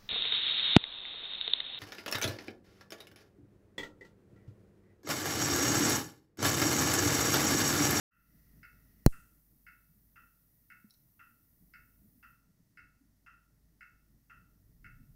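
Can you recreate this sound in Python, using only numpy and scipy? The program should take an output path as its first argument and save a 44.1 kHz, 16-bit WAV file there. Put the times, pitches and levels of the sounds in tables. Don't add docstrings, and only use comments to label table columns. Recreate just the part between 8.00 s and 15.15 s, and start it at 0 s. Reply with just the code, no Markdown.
import sys
import numpy as np
from scipy import signal
from scipy.fft import rfft, irfft, next_fast_len
from scipy.io import wavfile
from scipy.ndimage import uniform_filter1d

SR = 44100
rng = np.random.default_rng(int(sys.argv[2]) if len(sys.argv) > 2 else 0)


def unload_audio(sound):
    columns = np.transpose(np.atleast_2d(sound))
    steps = np.round(np.clip(columns, -1, 1) * 32767)
    wavfile.write(sys.argv[1], SR, steps.astype(np.int16))


N = 315315

# freq_hz, density_db
RUMBLE_SPECTRUM = [(12, -9.5), (20, -7), (32, -14.5), (48, -4.5), (75, -6.5), (100, -3), (160, -4),
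                   (240, -9), (310, -12), (385, -26.5), (435, -19.5), (510, -33), (620, -23.5), (780, -37),
                   (3000, -61)]
THROB_SPECTRUM = [(10, -27), (24, -11), (32, 3), (42, -12), (70, -22), (130, -12), (190, -23.5),
                  (300, -62)]
# rate_hz, density_db
LEVEL_WOBBLE = [(1, -1.5), (7, 0.5), (16, -41), (60, -120)]
PITCH_WOBBLE = [(1, -0.5), (6, -2), (15, -38.5), (60, -120)]
# middle_s, half_width_s, gain_db
LOW_SURGES = [(0.7, 0.6, 7.3), (3.85, 0.45, 3.5), (6.8, 0.42, 5.5)]
HUM_DIPS = [(3.05, 0.51, -13), (4.62, 0.25, -12.5)]
# freq_hz, density_db
WHIR_SPECTRUM = [(600, -30.5), (1150, -16.5), (1350, -6), (1550, -14.5), (1750, -8), (1900, 1),
                 (2050, -5), (2300, -18), (2750, -14), (3200, -22), (5800, -12), (8000, -32.5)]
HISS_SPECTRUM = [(300, -0.5), (1000, -2), (1400, -2.5), (1650, -4), (1900, 0.5), (2400, -7.5), (3300, -8.5),
                 (4500, -4.5), (5700, -1.5), (7400, -5.5), (10000, -4), (15600, -1.5), (16100, -40)]
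FIZZ_SPECTRUM = [(3000, -36), (7500, -19.5), (9500, -10), (12000, -3), (14500, 2), (15700, -3),
                 (16100, -44.5)]
# pitch_hz, tick_db, tock_db
CLOCK_MODES = [(1139, -28, -17), (1314, -3, -1), (1354, -9, -6), (1386, -2, 1), (1445, 2, -5),
               (1529, -13, -13), (1553, -12, -12), (1645, -15, -23), (1744, -10, -12), (1785, -10, -15),
               (1806, -11, -11), (1865, -10, -21), (1938, -9, -7), (1995, -12, -18), (2030, -8, -20),
               (2075, -7, -25), (2134, -15, -30), (2191, -4, -20), (2223, -11, -28), (2466, -21, -23),
               (2519, -18, -17), (2589, -12, -16), (2622, -9, -12), (2665, -13, -10), (2727, -14, -10),
               (2980, -28, -23)]
# pitch_hz, rise_s
MODE_RISE = [(1350, .011), (2100, 0.00087)]
# freq_hz, t60_s
RING_TIMES = [(500, 0.52), (1350, 0.48), (2000, 0.39), (2700, .45), (5000, 0.81), (9000, 0.13)]
# freq_hz, gain_db
TICK_SPECTRUM = [(500, -48.5), (1080, -34), (1240, -19.5), (1420, -4), (1640, -12), (1850, -6.5),
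                 (2220, -15), (2350, -31), (2650, -10), (2830, -20.5), (3200, -41.5), (4000, -46.5),
                 (4950, -34), (6500, -46)]
TOCK_SPECTRUM = [(500, -42.5), (1050, -24), (1240, -12), (1380, -1), (1660, -15.5), (1920, -9.5),
                 (2100, -17), (2350, -26.5), (2680, -7), (2830, -22.5), (3200, -32.5), (4000, -50),
                 (5100, -35), (8000, -47)]
CONTACT_TILT = [(1400, -8), (2100, 4), (3000, -1.5), (4500, -5)]
# pitch_hz, level_db, t60_s
PING_MODES = [(4620, -9, 0.27), (4900, -3, 0.073), (5080, -2, 0.076), (5370, -14, 0.087)]
# freq_hz, gain_db
PING_ROOM_SPECTRUM = [(3300, -30), (4400, -6), (5100, -1), (5600, -9), (6500, -24)]
# freq_hz, gain_db
POP_SPECTRUM = [(150, 1), (450, -1.5), (800, 2), (1300, -7), (1900, -2), (2300, -10.5), (3000, -9),
                (3450, -20), (3900, -4.5), (4350, 7), (4850, -7), (5500, 2.5), (8000, 2.5), (15000, 5.5)]
SIZZLE_SPECTRUM = [(1500, -11), (4000, -9), (9000, 2.5), (15600, -3), (16100, -38.5)]
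# middle_s, pitch_hz, level_db
CLEAR_SWELLS = [(1.891, 167, -67.5), (3.632, 175, -66), (4.04, 228, -66.5), (4.17, 254, -69),
                (4.49, 184, -68.5), (5.031, 273, -69.5), (7.01, 234, -65)]
# start_s, level_db, edge_db
CLOSE_CLICKS = [(2.8998, -67, 16), (2.9071, -55, 13.5), (2.91, -56.5, -4), (2.939, -67.5, 20),
                (2.945, -64, 3)]
# pitch_hz, level_db, t60_s
SMALL_OBJECT_MODES = [(3940, -5, 0.035), (4260, 0.5, 0.018), (5400, -1, 0.022), (10700, -10, .012)]
# freq_hz, gain_db
EDGE_SPECTRUM = [(1000, -36), (3300, -26), (4200, -5), (7500, -21), (11000, 0), (13000, -27)]
CLICK_ROOM_SPECTRUM = [(3000, -32), (4000, 5), (4800, -6), (5600, 8), (7000, -12), (14000, -22)]

FIRST_TICK_S, SWING_S = 0.630, 1.0356
LOUD_PING_SWINGS = (0, 3)
POP_S = 1.0633
TIME_S = np.arange(N) / SR


def amp(db):
    return 10 ** (np.asarray(db) / 20)


def unit(x):
    return x / np.sqrt(np.sum(x ** 2) + 1e-20)


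def read(table, hz):
    freqs, values = np.transpose(table)
    return np.interp(np.log(hz + 1), np.log(freqs + 1), values)


def seconds(length_s):
    return np.arange(int(length_s * SR)) / SR


def add(mix, start_s, sound):
    part = mix[max(round(start_s * SR), 0):][:len(sound)]
    part += sound[:len(part)]


def ramp(start_s, length_s):
    return np.clip((TIME_S - start_s) / length_s, 0, 1)


def humps(rows):
    return sum(db * np.exp(-((TIME_S - middle_s) / width_s) ** 2) for middle_s, width_s, db in rows)


def colour(x, spectrum):
    size = next_fast_len(len(x) + 4096)
    log_gain = np.log(amp(read(spectrum, abs(np.fft.fftfreq(size, 1 / SR)))))
    response = np.exp(np.conj(signal.hilbert(log_gain)))[:size // 2 + 1]
    return irfft(rfft(x, size) * response, size)[:len(x)]


def noise(spectrum, count=N):
    return unit(colour(rng.standard_normal(count), spectrum)) * np.sqrt(count)


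def rumble_and_hum(rumble_db=-73, hum_db=-72.5, hum_hz=50.2):
    wobble, surge_db = noise(LEVEL_WOBBLE), humps(LOW_SURGES)
    rumble = noise(RUMBLE_SPECTRUM) * amp(rumble_db + surge_db + 2 * wobble)
    pitch_hz = hum_hz * (1 + 0.017 * noise(PITCH_WOBBLE))
    hum = np.sqrt(2) * np.sin(2 * np.pi * np.cumsum(pitch_hz) / SR)
    return rumble + hum * amp(hum_db + 0.7 * surge_db + humps(HUM_DIPS) + 1.25 * wobble)


def whir(level_db=-80, drop_db=14.5):
    return noise(WHIR_SPECTRUM) * amp(level_db - drop_db * ramp(POP_S, length_s=0.35))


def hiss_and_fizz(hiss_db=-81, fizz_db=-73, drop_s=4.315, drop_db=20.5, return_db_per_s=5.5):
    dip_db = return_db_per_s * np.maximum(TIME_S - drop_s, 0) - drop_db * ramp(drop_s, length_s=0.2)
    return amp(hiss_db) * noise(HISS_SPECTRUM) + amp(fizz_db + dip_db) * noise(FIZZ_SPECTRUM)


def ring(t, hz, t60_s):
    return amp(-60 * t / t60_s) * np.sin(2 * np.pi * (hz * t + rng.random()))


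def diffuse(t, spectrum, rise_s):
    hz, frame_s, bands = signal.stft(rng.standard_normal(len(t)), SR, nperseg=256)
    bands = bands * amp(-60 * frame_s / read(RING_TIMES, hz)[:, None])
    tail_bins = rfft(signal.istft(bands, SR, nperseg=256)[1][:len(t)])
    local_power = abs(uniform_filter1d(abs(tail_bins) ** 2, 45))
    even_tail = irfft(tail_bins / np.sqrt(local_power + 1e-12), len(t))
    envelope = (1 - np.exp(-t / rise_s)) * (1 - (t / t[-1]) ** 2) ** 2
    return unit(colour(even_tail * envelope, spectrum))


def snap(t, spectrum, decay_s):
    return unit(colour(rng.standard_normal(len(t)) * np.exp(-t / decay_s), spectrum))


def beats(lag_s, creep_s):
    for swing in range(-1, int(N / SR / SWING_S) + 1):
        start_s = FIRST_TICK_S + swing * (SWING_S + creep_s) + lag_s
        if start_s > 0:
            yield start_s, min((swing - loud for loud in LOUD_PING_SWINGS if loud <= swing), default=2)


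def pallet(side, drops, spectrum, modes_db, room_db, rise_s, snap_db, knock_db, knock_decay_s,
           echo_s, echo_db, ping_db):
    t, out = seconds(0.7), np.zeros(N)
    modes = np.zeros(len(t))
    for hz, *levels_db in CLOCK_MODES:
        bloom = 1 - np.exp(-t / read(MODE_RISE, hz))
        modes += amp(levels_db[side]) * bloom * ring(t, hz, read(RING_TIMES, hz))
    knock = unit(diffuse(t, spectrum, rise_s) * np.exp(-t / knock_decay_s))
    room = amp(room_db) * diffuse(t, spectrum, rise_s)
    contact = amp(snap_db) * unit(colour(snap(t, spectrum, decay_s=0.0031), CONTACT_TILT))
    beat = contact + amp(modes_db) * unit(modes) + amp(knock_db) * knock + room
    add(beat, echo_s, amp(echo_db) * contact)
    ping_room = amp(22) * unit(diffuse(t, PING_ROOM_SPECTRUM, rise_s) * np.exp(-t / 0.069))
    for start_s, swings_since_loud in drops:
        sway_db = 0.6 * np.cos(2 * np.pi * start_s / 5.7)
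        beat_db = -1.5 + sway_db + 0.36 * rng.standard_normal()
        tooth = amp(room_db - 7) * diffuse(t, spectrum, rise_s)
        ping = sum(amp(db) * ring(t, hz, t60_s) for hz, db, t60_s in PING_MODES)
        add(out, start_s, amp(beat_db) * (beat + tooth))
        add(out, start_s, amp(ping_db - 5.5 * swings_since_loud) * (ping + ping_room))
    return out


def wall_clock():
    tick = pallet(0, beats(lag_s=0, creep_s=0), TICK_SPECTRUM, modes_db=-24,
                  room_db=-30.5, rise_s=0.0045, snap_db=-30.5, knock_db=-26.5, knock_decay_s=0.08,
                  echo_s=0.021, echo_db=-1.5, ping_db=-68.5)
    tock = pallet(1, beats(lag_s=0.494, creep_s=-0.0008), TOCK_SPECTRUM, modes_db=-26,
                  room_db=-29.5, rise_s=0.0068, snap_db=-33.5, knock_db=-28.5, knock_decay_s=0.047,
                  echo_s=0.0085, echo_db=0.5, ping_db=-75.5)
    return tick + tock


def microphone_pop(relax_s=0.0018, rebound_delay_s=0.0092, rebound_rise_s=0.0019, ceiling=0.56):
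    t, out = seconds(0.6), np.zeros(N)
    push = amp(5.5) * (1 - t / relax_s) * np.exp(-t / relax_s)
    rebound = -amp(-6.5) * t / rebound_rise_s * np.exp(-t / rebound_rise_s)
    add(push, rebound_delay_s, rebound)
    slow_recovery = signal.butter(1, 6, "high", fs=SR)
    overload = signal.lfilter(*slow_recovery, np.minimum(push, ceiling))
    ping = amp(-38) * ring(t, hz=4020, t60_s=0.03)
    sizzle = noise(SIZZLE_SPECTRUM, len(t)) * amp(-62 - 60 * t / 0.85)
    add(out, POP_S, colour(overload, POP_SPECTRUM) + ping + sizzle)
    return out


def rumble_swells(length_s=0.11, strays_per_s=0.91, stray_db=-74.5):
    t, out = seconds(length_s), np.zeros(N)
    strays = [(rng.uniform(0, N / SR), rng.uniform(151, 255), stray_db)
              for _ in range(round(strays_per_s * N / SR))]
    for middle_s, hz, db in CLEAR_SWELLS + strays:
        band = [(hz * 0.76, -28), (hz * 0.87, 0), (hz * 1.036, 0), (hz * 1.5, -35), (hz * 4, -80)]
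        swell = unit(noise(band, len(t)) * np.hanning(len(t))) * np.sqrt(len(t) / 2)
        add(out, middle_s - length_s / 2, amp(db) * swell)
    return out


def soft_bump(start_s=2.843, pitch_hz=210, gain_db=-47.5):
    t, out = seconds(0.3), np.zeros(N)
    onset = (1 - np.exp(-t / 0.0014)) ** 2
    fade = amp(-60 * t / 0.06) + amp(-17 - 60 * t / 0.25)
    add(out, start_s, amp(gain_db) * onset * fade * np.sin(2 * np.pi * pitch_hz * t))
    return out


def close_clicks():
    t, out = seconds(0.3), np.zeros(N)
    for start_s, level_db, edge_db in CLOSE_CLICKS:
        body = sum(amp(db) * ring(t, hz, t60_s) for hz, db, t60_s in SMALL_OBJECT_MODES)
        edge = amp(edge_db) * snap(t, EDGE_SPECTRUM, decay_s=0.0007)
        room = amp(7.5) * diffuse(t, CLICK_ROOM_SPECTRUM, rise_s=0.003)
        add(out, start_s, amp(level_db) * (0.67 * body + edge + room))
    return out


def deep_throb(full_s=6.91, full_db=-57, rise_db_per_s=71):
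    return noise(THROB_SPECTRUM) * amp(full_db - rise_db_per_s * np.maximum(full_s - TIME_S, 0))


def scene():
    foreground = wall_clock() + microphone_pop() + soft_bump() + close_clicks()
    room_tone = rumble_and_hum() + deep_throb() + whir() + hiss_and_fizz() + rumble_swells()
    return (foreground + room_tone)[None]


def record(dry, cutoff_hz=16800):
    fade_in = ramp(start_s=0.11, length_s=0.27) ** 0.82
    low_pass = signal.firwin(511, cutoff_hz, window=("kaiser", 9), fs=SR)
    return signal.oaconvolve(dry * fade_in, low_pass[None], "same")


dry = scene()
out = record(dry)
unload_audio(out)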